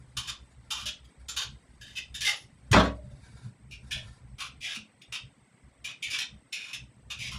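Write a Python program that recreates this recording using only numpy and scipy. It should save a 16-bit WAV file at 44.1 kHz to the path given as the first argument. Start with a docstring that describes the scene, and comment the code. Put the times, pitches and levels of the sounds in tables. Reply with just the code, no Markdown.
"""In a small tiled kitchen, someone peels a green gourd, drops it on a wooden board and peels a carrot.
Each stroke is a rush of tiny snaps, a bite and then a slide, filtered by the blade and the hollow of the hand.
The drop sums decaying board modes with a filtered noise clatter; peelings ring a steel sink as single sines.
Diffuse reflections follow the strokes, clatter and sleeves, over noise bands: a low rumble with dull bumps
and a faint hiss. A noise suppressor shortens the tails and makes the hiss flicker."""
import sys
import numpy as np
from scipy import signal
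from scipy.fft import rfft, irfft
from scipy.io import wavfile
from scipy.ndimage import uniform_filter1d

SR = 44100
rng = np.random.default_rng(int(sys.argv[2]) if len(sys.argv) > 2 else 0)


def wav_record(signal):
    """Record a signal, one row per channel, as 16-bit PCM in the file named by sys.argv[1]."""
    frames = np.transpose(np.atleast_2d(signal))
    bounded = np.clip(frames, -1, 1)
    # unit amplitude maps onto the largest positive 16-bit level
    quanta = np.round(bounded * 32767).astype(np.int16)
    wavfile.write(sys.argv[1], SR, quanta)


N = 325458
TAPS = 4096  # length of a filter response in samples
HZ = np.fft.rfftfreq(TAPS, 1 / SR)

# Peeler strokes on the gourd; bite and slide levels are relative:
# start_s, length_s, bite_db, slide_db, hollow_start_hz, hollow_end_hz, hollow_lift_db, strip_hz, strip_lift_db
GOURD_STROKES = [ (0.166, 0.17, -31.5, -48, 1080, 1030, 15.5, 1630, 10.5),
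                 (0.271, 0.037, -40.5, -32, 1150, 1150, 11.5, 3400, 1),
                 (0.702, 0.14, -31, -40, 900, 1350, 12.5, 1260, 15),
                 (0.853, 0.045, -35, -32, 1360, 1350, 1, 2910, 9.5),
                 (1.040, 0.023, -61, -65.5, 3180, 3200, 10, 4840, 8),
                 (1.282, 0.077, -35.5, -51, 1030, 1030, -2, 7100, 13),
                 (1.361, 0.082, -31, -34.5, 1094, 1034, 15, 4800, 5),
                 (1.808, .14, -45, -53, 1710, 2074, 21.5, 1710, 9),
                 (1.950, 0.043, -50, -29, 1940, 2020, 16, 2645, 18.5),
                 (2.140, 0.079, -37.5, -51.5, 1740, 1740, 18, 7000, 3),
                 (2.204, 0.064, -30, -32.5, 1750, 1780, 18, 1870, 12),
                 (2.246, .043, -29.5, -19.5, 1750, 1720, 9.5, 2065, 30.5),
                 (2.280, 0.071, -31, -40, 860, 670, -2.5, 1970, 15),
                 (2.350, 0.092, -54, -60.5, 5440, 5430, 1, 10300, 8.5)]
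# Colour of the blade on gourd skin, relative: frequency_hz, level_db_per_hz
GOURD_SKIN = [(500, -2), (1000, -11), (1600, -8.5), (2050, -15.5), (2500, -8.5), (3100, 1), (4300, -5.5),
              (5200, -2.5), (7200, -9), (8800, -16.5), (10000, -9), (12000, -21.5), (15500, -26.5)]


def peel_gourd():
    """Fracture noise: gourd fibres snap one by one under the blade."""
    snaps = fibres(snaps_per_s=2000, spread_db=1.5, rub=0.38)
    return peel(GOURD_STROKES, GOURD_SKIN, snaps, direct_db=0.5, size_factor=0.84, level_db=2)


# Peeler strokes on the carrot; bite and slide levels are relative:
# start_s, length_s, bite_db, slide_db, hollow_start_hz, hollow_end_hz, hollow_lift_db, strip_hz, strip_lift_db
CARROT_STROKES = [ (3.706, 0.04, -51, -42.5, 2440, 2430, 6.2, 4770, 3),
                  (3.905, 0.091, -31, -42.5, 1730, 1740, 17, 3360, 13),
                  (4.380, .10, -43.5, -42.5, 1043, 1217, 6, 10670, 7.2),
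                  (4.398, .034, -34.5, -38.5, 1080, 1071, 19, 1140, 4),
                  (4.604, .14, -43.5, -35.5, 2380, 1400, 9.9, 3360, 2.2),
                  (4.742, 0.027, -36, -38.5, 1270, 1140, 9.7, 2710, 1),
                  (5.012, 0.019, -51.5, -57.5, 2000, 1970, 10.5, 6940, 5.7),
                  (5.119, 0.049, -36, -33.5, 1268, 1300, 6.5, 2800, 6.7),
                  (5.840, 0.08, -36.5, -44, 1603, 1044, 1.92, 2430, 4.97),
                  (6.021, .07, -32, -41, 2270, 1740, 18, 9600, 4.9),
                  (6.098, .075, -34.5, -31.5, 2000, 1404, 2, 2260, 5),
                  (6.180, .05, -31, -34.5, 1400, 1265, 0.89, 5070, 3.5),
                  (6.522, .20, -31.5, -41, 2114, 1066, 6, 2450, 8.1),
                  (6.727, .034, -36.5, -39.5, 1493, 1480, 2.5, 2537, 2),
                  (7.098, 0.099, -34.5, -51, 1170, 1410, 8.8, 2900, 10.2),
                  (7.186, 0.109, -40.5, -36, 2590, 1740, 5, 2356, 4.6),
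                  (7.310, 0.064, -39.5, -43.5, 1110, 980, 2, 2900, 1.5)]
# Colour of the blade on carrot skin, relative: frequency_hz, level_db_per_hz
CARROT_SKIN = [(500, -4), (1000, -6), (1900, -11), (2500, -1.5), (3500, -3.5), (4300, -8.5), (5400, -4.5),
               (7200, -13), (8800, -18.5), (9900, -10.5), (12000, -27.5), (15500, -28)]


def peel_carrot():
    """Fracture noise: carrot snaps come faster and vary more in size than those of the gourd."""
    snaps = fibres(snaps_per_s=2400, spread_db=5.0, rub=0.39)
    return peel(CARROT_STROKES, CARROT_SKIN, snaps, direct_db=-2.0, size_factor=0.82, level_db=1.5)


# Resonances of the peeler: frequency_hz, width_hz, lift_db
PEELER = [(2463, 310, 5), (2872, 1200, 2), (3647, 190, 7.5), (6980, 420, 3)]
BITE_TILT_DB, SLIDE_TILT_DB = -0.08, -2.77  # per octave: the bite is brighter than the slide
DRAG_DB, DRAG_HZ = 0.7, 26.4  # the sliding blade catches and frees itself: how much and how fast


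def peel(strokes, skin, snaps, direct_db, size_factor, level_db, strip_q=13, count=4):
    """Source-filter principle: snaps excite blade, strip and hollow, whose resonance glides in the slide."""
    out = np.zeros(N)
    drag = amp(DRAG_DB * waver(DRAG_HZ))
    blade = read(skin, HZ) + sum(db * bump(hz, width) for hz, width, db in PEELER)
    octaves = np.log2((HZ + 500) / 3000)
    rooms = [kitchen(np.ones(1), direct_db, size_factor) for _ in range(count)]
    for s, length, bite_db, slide_db, start_hz, end_hz, lift_db, strip_hz, strip_db in strokes:
        t = np.arange(0, length, 1 / SR)
        now = (round(s * SR) + np.arange(len(t))) % N
        bite, slide = effort(t, length)
        tone = blade + strip_db * bump(strip_hz, strip_hz / strip_q)

        biting = amp(bite_db) * bite * snaps[-now]  # snaps independent of those in the slide
        bite_tone = tone + hollow(start_hz, lift_db) + BITE_TILT_DB * octaves
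        scrape = signal.fftconvolve(biting, colour(bite_tone))

        sliding = amp(slide_db) * slide * drag[now] * snaps[now]
        for k, hz in enumerate(np.geomspace(start_hz, end_hz, count)):
            share = np.maximum(1 - abs((count - 1) * t / length - k), 0)  # one colour fades into the next
            slide_tone = tone + hollow(hz, lift_db) + SLIDE_TILT_DB * octaves
            scrape += signal.fftconvolve(share * sliding, colour(slide_tone))
        add(out, s, amp(level_db) * travelling(nearby(scrape, reach_s=.003), rooms))
    return out


# The edge digs in, holds until BITE_HOLD_S after the start, and breaks through the skin
BITE_RISE_S, BITE_HOLD_S, BITE_FALL_S = 0.0051, 0.019, .012
# Then it runs under the skin, easing off, and leaves it
SLIDE_RISE_S, SLIDE_FADE_DB_PER_S, RELEASE_S = 0.04, 22, .007


def effort(t, length):
    """Force envelopes: a brief indentation for the bite, a slowly easing shear for the slide."""
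    bite = np.minimum(t / BITE_RISE_S, 1) ** 2 * np.exp(-np.maximum(t - BITE_HOLD_S, 0) / BITE_FALL_S)
    slide = np.minimum(t / SLIDE_RISE_S, 1) * amp(-SLIDE_FADE_DB_PER_S * t)
    return np.array([bite, slide]) * np.minimum((length - t) / RELEASE_S, 1)


TEAR_DB, TEAR_HZ = 0.5, 201  # the fibres tear in clumps: how much and how fast


def fibres(snaps_per_s, spread_db, rub):
    """Random impulse process: snaps of uneven size, in clumps, over the plain rub of the blade."""
    sizes = amp(spread_db * np.minimum(rng.exponential(1, N), 3)) * rng.choice([-1, 1], N)
    snaps = evened(sizes * (rng.random(N) < snaps_per_s / SR))
    rubbing = rub * rng.standard_normal(N)
    return evened((snaps + rubbing) * amp(TEAR_DB * waver(TEAR_HZ)))


def hollow(hz, lift_db, q=11.0, cut_ratio=0.85, leak_db=-19):
    """Cavity resonance: the hollow of the hand lifts one band and sheds what lies below (dB)."""
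    passed = 1 / (1 + (cut_ratio * hz / (HZ + 1)) ** 8)
    leak = amp(leak_db) * HZ / (HZ + 300)
    return 20 * np.log10(passed + leak + 1e-4) + lift_db * bump(hz, hz / q)


def travelling(x, rooms, step_s=.006):
    """Moving source: successive moments of a stroke meet different reflections as the blade moves."""
    steps, count = np.arange(len(x)) / (step_s * SR), len(rooms)
    shares = [np.maximum(1 - abs((steps - k) % count - 1), 0) for k in range(count)]
    return sum(signal.fftconvolve(share * x, room) for share, room in zip(shares, rooms))


# The gourd lands, rocks and shakes the counter: start_s, ring_db, clatter_db, brightness_db_per_octave
BLOWS = [(2.715, -39, -35.5, 11), (2.73, -24.5, -21.5, 1.5), (2.744, -24, -22.5, -4.5),
         (2.762, -18.5, -22, -0.5), (2.778, -33.5, -29, 1), (2.796, -32, -24.5, -1.5),
         (2.833, -26.5, -39.5, 1.5), (2.852, -41, -36, -0.5), (2.87, -31, -43.5, -2.5)]
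# Modes of board and counter; ring_factor scales the decay: frequency_hz, level_db, t60_s
BOARD = [(62.06, -14, .75), (105.45, -11, 0.58), (180.1, -1.5, .42), (208.7, -4, 0.29), (280, -4, 0.37),
         (396.3, -19, .25), (479.5, -15.5, .34), (509, -8.5, 0.24), (547, -9, .3), (592, -18, 0.7),
         (627, -13, 0.58), (661, -9, .2), (829, -14.5, .25), (974, -13.5, .28), (1126.5, -8, .32),
         (1113.4, -8, 0.25), (1128, -17, 0.22), (1323, -16, .2), (1509, -19, .26), (1845, -15, .2),
         (2048, -17, .2)]
# Colour of the things that clatter on the counter, relative: frequency_hz, level_db_per_hz
CLATTER = [(35, -29.5), (60, -13.5), (130, -11.5), (230, -6.5), (330, -10.5), (450, -11), (640, -5),
           (780, -12), (1080, -6), (2300, -18.5), (3700, -17), (4600, -23.5), (7000, -32), (10000, -41.5),
           (15500, -60)]


def thump(contact_s=0.0026, swell_s=0.0053, ring_factor=0.75):
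    """Modal vibration: each blow rings the modes of the board and makes things on the counter clatter."""
    out, t = np.zeros(N), np.arange(SR) / SR
    hz, mode_db, t60 = np.transpose(BOARD)[:, :, None]
    sign = (-1) ** np.arange(len(BOARD))[:, None]  # neighbouring modes swing in opposite directions
    for s, ring_db, clatter_db, bright in BLOWS:
        decay = amp(mode_db + bright * np.log2(hz / 600) - 60 * t / (t60 * ring_factor))
        modes = (sign * decay * np.sin(2 * np.pi * hz * t)).sum(0)
        add(out, s, amp(ring_db) * modes * (1 - np.exp(-t / swell_s)))

        crush = rng.standard_normal(TAPS) * np.exp(-t[:TAPS] / contact_s)
        tone = colour(read(CLATTER, HZ) + bright * np.log2((HZ + 100) / 600))
        clatter = kitchen(nearby(signal.fftconvolve(crush, tone)), direct_db=-6, size_factor=0.7)
        add(out, s, amp(clatter_db) * clatter / np.std(clatter[:SR // 20]))
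    return out + push()


def push(s=2.7105, hz=112, length=0.022, db=-14):
    """Soft impact: the flesh meets the board first and bends it for a few slow cycles."""
    t, out = np.arange(0, length, 1 / SR), np.zeros(N)
    add(out, s, amp(db) * np.sin(2 * np.pi * hz * t) * np.sin(np.pi * t / length))
    return out


# Peelings drop into the steel sink; levels are relative: start_s, level_db, pitch_hz
PEELINGS = [(0.855, -61, 604), (2.275, -53, 825), (2.96, -61, 610), (3.11, -64.5, 583), (3.966, -58.5, 625),
            (4.771, -52.5, 215)]


def peelings(t60=.3, soft_s=0.0042):
    """Damped oscillation: wet strips land softly and set the sink ringing."""
    out, t = np.zeros(N), np.arange(SR // 2) / SR
    for s, db, hz in PEELINGS:
        ring = np.sin(2 * np.pi * hz * t) * amp(-60 * t / t60) * (1 - np.exp(-t / soft_s))
        ripple = evened(uniform_filter1d(rng.standard_normal(len(t)), size=300))  # uneven level
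        add(out, s, amp(db + 10) * ring * (1 + 0.48 * ripple))
    return out


# Sleeves brush as the arms move, level before the folds: start_s, level_db
SLEEVES = [(0, -75), (3.051, -77), (3.252, -63.5), (3.439, -63.5), (3.56, -88), (3.881, -66), (4.0, -61.5),
           (4.14, -65.5), (4.24, -84), (7.38, -87.5)]
# Colour of the cloth, relative: frequency_hz, level_db_per_hz
CLOTH = [(150, -4.5), (600, 1), (1400, 2.5), (2000, 0.5), (3000, -2), (5000, -4), (6400, -5), (8800, -8),
         (10000, -1.5), (11500, -25), (15500, -36.5)]


def sleeves(folds_db=4.0):
    """Friction noise: cloth slides and catches, fold by fold."""
    folds = noise([(0, 0), (25, 0), (70, -100)])  # slow drift, mostly under 25 Hz
    level_db = np.interp(np.arange(N) / SR, *np.transpose(SLEEVES))
    rub = noise(CLOTH) * amp(level_db + folds_db * folds)
    return kitchen(nearby(nearby(rub)), direct_db=-6.5, size_factor=.8)[:N]


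# Level of the low rumble before its swell: start_s, below_90_hz_db, above_90_hz_db
RUMBLE_LEVEL = [(0, -56.5, -57), (1.1, -56.5, -64), (2.0, -51.5, -55), (2.4, -63, -61), (3.15, -46.5, -50),
                (3.55, -68, -59.5), (3.75, -48, -50), (4.35, -51, -56.5), (4.85, -69.5, -63.5),
                (6.95, -71, -62), (7.25, -41, -44.5)]
# Dull bumps rise out of it: centre_s, below_90_hz_db, above_90_hz_db
BUMPS = [(0.2, -69, -50), (0.44, -46, -70), (0.88, -52, -55), (1.5, -67, -53.5), (2.11, -43, -63),
         (3.47, -78.5, -46), (3.85, -45.5, -50), (4.06, -49, -51), (5.25, -62, -62), (5.68, -53, -54.5),
         (6.099, -53.5, -57.5), (6.33, -53.5, -55), (6.85, -53, -51.5)]
# Colour of the deep band, relative: frequency_hz, level_db_per_hz
RUMBLE_DEEP = [(25, -17), (45, -9), (56, -0.5), (64, 9), (75, -5.5), (90, -9), (130, -35.5), (400, -110)]
# Colour of the band above it, relative: frequency_hz, level_db_per_hz
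RUMBLE_BODY = [(30, -60.5), (70, -25.5), (100, -2), (126, 7.5), (165, -14), (205, -2.5), (260, -38.5),
               (400, -35.5), (900, -53), (3000, -110)]
BUMP_S = .05  # each bump swells and sinks in about this time
SWELL_DB, SWELL_HZ = 3.5, 6  # the rumble wavers at random: how much and how fast


def rumble():
    """Amplitude-modulated band noise: a slowly changing low rumble with dull bumps, in two bands."""
    t = np.arange(0, N / SR + .01, .005)
    s, *levels = np.transpose(RUMBLE_LEVEL)
    gains = amp([np.interp(t, s, db) for db in levels])
    for at, *bump_db in BUMPS:
        swell = amp(bump_db)[:, None] * np.exp(-((t - at) / BUMP_S) ** 2)
        gains = np.hypot(gains, swell)  # powers add
    bands = [np.interp(np.arange(N) / SR, t, gain) * noise(band)
             for gain, band in zip(gains, (RUMBLE_DEEP, RUMBLE_BODY))]
    return sum(bands) * amp(SWELL_DB * waver(SWELL_HZ))


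# Colour of the steady hiss, relative: frequency_hz, level_db_per_hz
HISS = [(59, -44), (100, -12.5), (129, -12.5), (275, -14), (335, -21.5), (448, -22), (1710, -29.5),
        (2010, -25), (2580, -32), (7500, -44), (9750, -76), (16500, -120)]
# Colour of the thin treble hiss, relative: frequency_hz, level_db_per_hz
TREBLE_HISS = [(6500, -39), (7600, -6), (8450, 3), (8800, -13), (9150, -22.5), (9900, -12), (11000, -28.5),
               (15500, -35.5)]


def background(hiss_db=-60.5, treble_db=-72):
    """Incoherent superposition: low rumble, steady hiss and a thin treble hiss."""
    return rumble() + amp(hiss_db) * noise(HISS) + amp(treble_db) * noise(TREBLE_HISS)


# Reverberation of the tiled room; size_factor scales it: frequency_hz, t60_s
ROOM = [(100, 0.2), (400, 0.4), (1200, 0.26), (3200, 0.28), (6000, 0.26), (10000, 0.16), (15000, 0.067)]


def kitchen(x, direct_db, size_factor):
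    """Diffuse reverberation: direct sound, then random dense reflections, each band decaying on its own."""
    hz, t, z = signal.stft(rng.standard_normal(SR // 2), SR, nperseg=256)
    decay = amp(-60 * t / (size_factor * read(ROOM, hz))[:, None])
    tail = signal.istft(z * decay, SR, nperseg=256)[1]
    gap = np.zeros(SR // 700)  # before the first reflection
    response = np.concatenate([[amp(direct_db)], gap, tail / np.linalg.norm(tail)])
    return signal.fftconvolve(x, response / np.linalg.norm(response))


def nearby(x, count=6, reach_s=.006):
    """Comb filtering: the sink, wall and pans close by return early echoes."""
    taps = np.zeros(SR // 50)
    taps[0] = 1
    at = 8 + (rng.random(count) * min(reach_s, .018) * SR).astype(int)
    taps[at] = .22 * rng.choice([-1, 1], count)
    return signal.fftconvolve(x, taps / np.linalg.norm(taps))


def amp(db):
    """Logarithmic level: decibels to gain."""
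    return 10 ** (np.asarray(db) / 20)


def evened(x):
    """Normalisation: scales to rms 1."""
    return x / np.sqrt(np.mean(x ** 2) + 1e-20)


def read(points, hz):
    """Interpolation: reads a spectrum on a log-frequency axis."""
    f, value = np.transpose(points)
    return np.interp(np.log(hz + 1), np.log(f + 1), value)


def add(mix, s, sound):
    """Superposition: mixes a sound in at time s."""
    part = mix[max(round(s * SR), 0):][:len(sound)]
    part += sound[:len(part)]


def bump(hz, width):
    """Resonance: bell-shaped curve of height 1, width in Hz at half height."""
    return 1 / (1 + (2 * (HZ - hz) / width) ** 2)


def colour(db):
    """Minimum phase: causal impulse response of energy 1 with the given spectrum."""
    log_gain = np.log(amp(np.maximum(db, db.max() - 100)))
    circle = np.concatenate([log_gain, log_gain[-2:0:-1]])
    response = np.fft.ifft(np.exp(np.conj(signal.hilbert(circle)))).real
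    return response / np.linalg.norm(response)


def noise(spectrum):
    """Spectral shaping: steady noise of rms 1 with the given spectrum."""
    gain = amp(read(spectrum, np.fft.rfftfreq(N, 1 / SR)))
    return evened(irfft(rfft(rng.standard_normal(N)) * gain, N))


def waver(hz):
    """Low-pass noise: random drift of rms 1, up to about the given rate."""
    return evened(signal.sosfilt(signal.butter(2, hz, fs=SR, output="sos"), rng.standard_normal(N)))


def suppress(x, threshold_db=0.0, depth_db=-11):
    """Spectral gating: each band is turned down near its own quiet level; tails end early, hiss flickers."""
    z = signal.stft(x, SR, nperseg=512, noverlap=384)[2]
    power = uniform_filter1d(abs(z) ** 2, size=4, axis=-1) + 1e-24
    quiet = np.percentile(power, 15, axis=-1, keepdims=True)
    gain = np.maximum(power / (power + quiet * amp(threshold_db) ** 2), amp(depth_db))
    return signal.istft(z * gain, SR, nperseg=512, noverlap=384)[1][:, :N]


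def scene():
    """Superposition: gourd, thump, carrot, and the small sounds around them."""
    return (peel_gourd() + thump() + peel_carrot() + peelings() + sleeves() + background())[None]


def record(dry, edge_hz=15650):
    """Band limiting: steady noise is suppressed, then a low-pass removes the highest treble."""
    low_pass = signal.firwin(511, edge_hz, window=("kaiser", 9), fs=SR)
    return signal.oaconvolve(suppress(dry), low_pass[None], "same")


dry = scene()
out = record(dry)
wav_record(out)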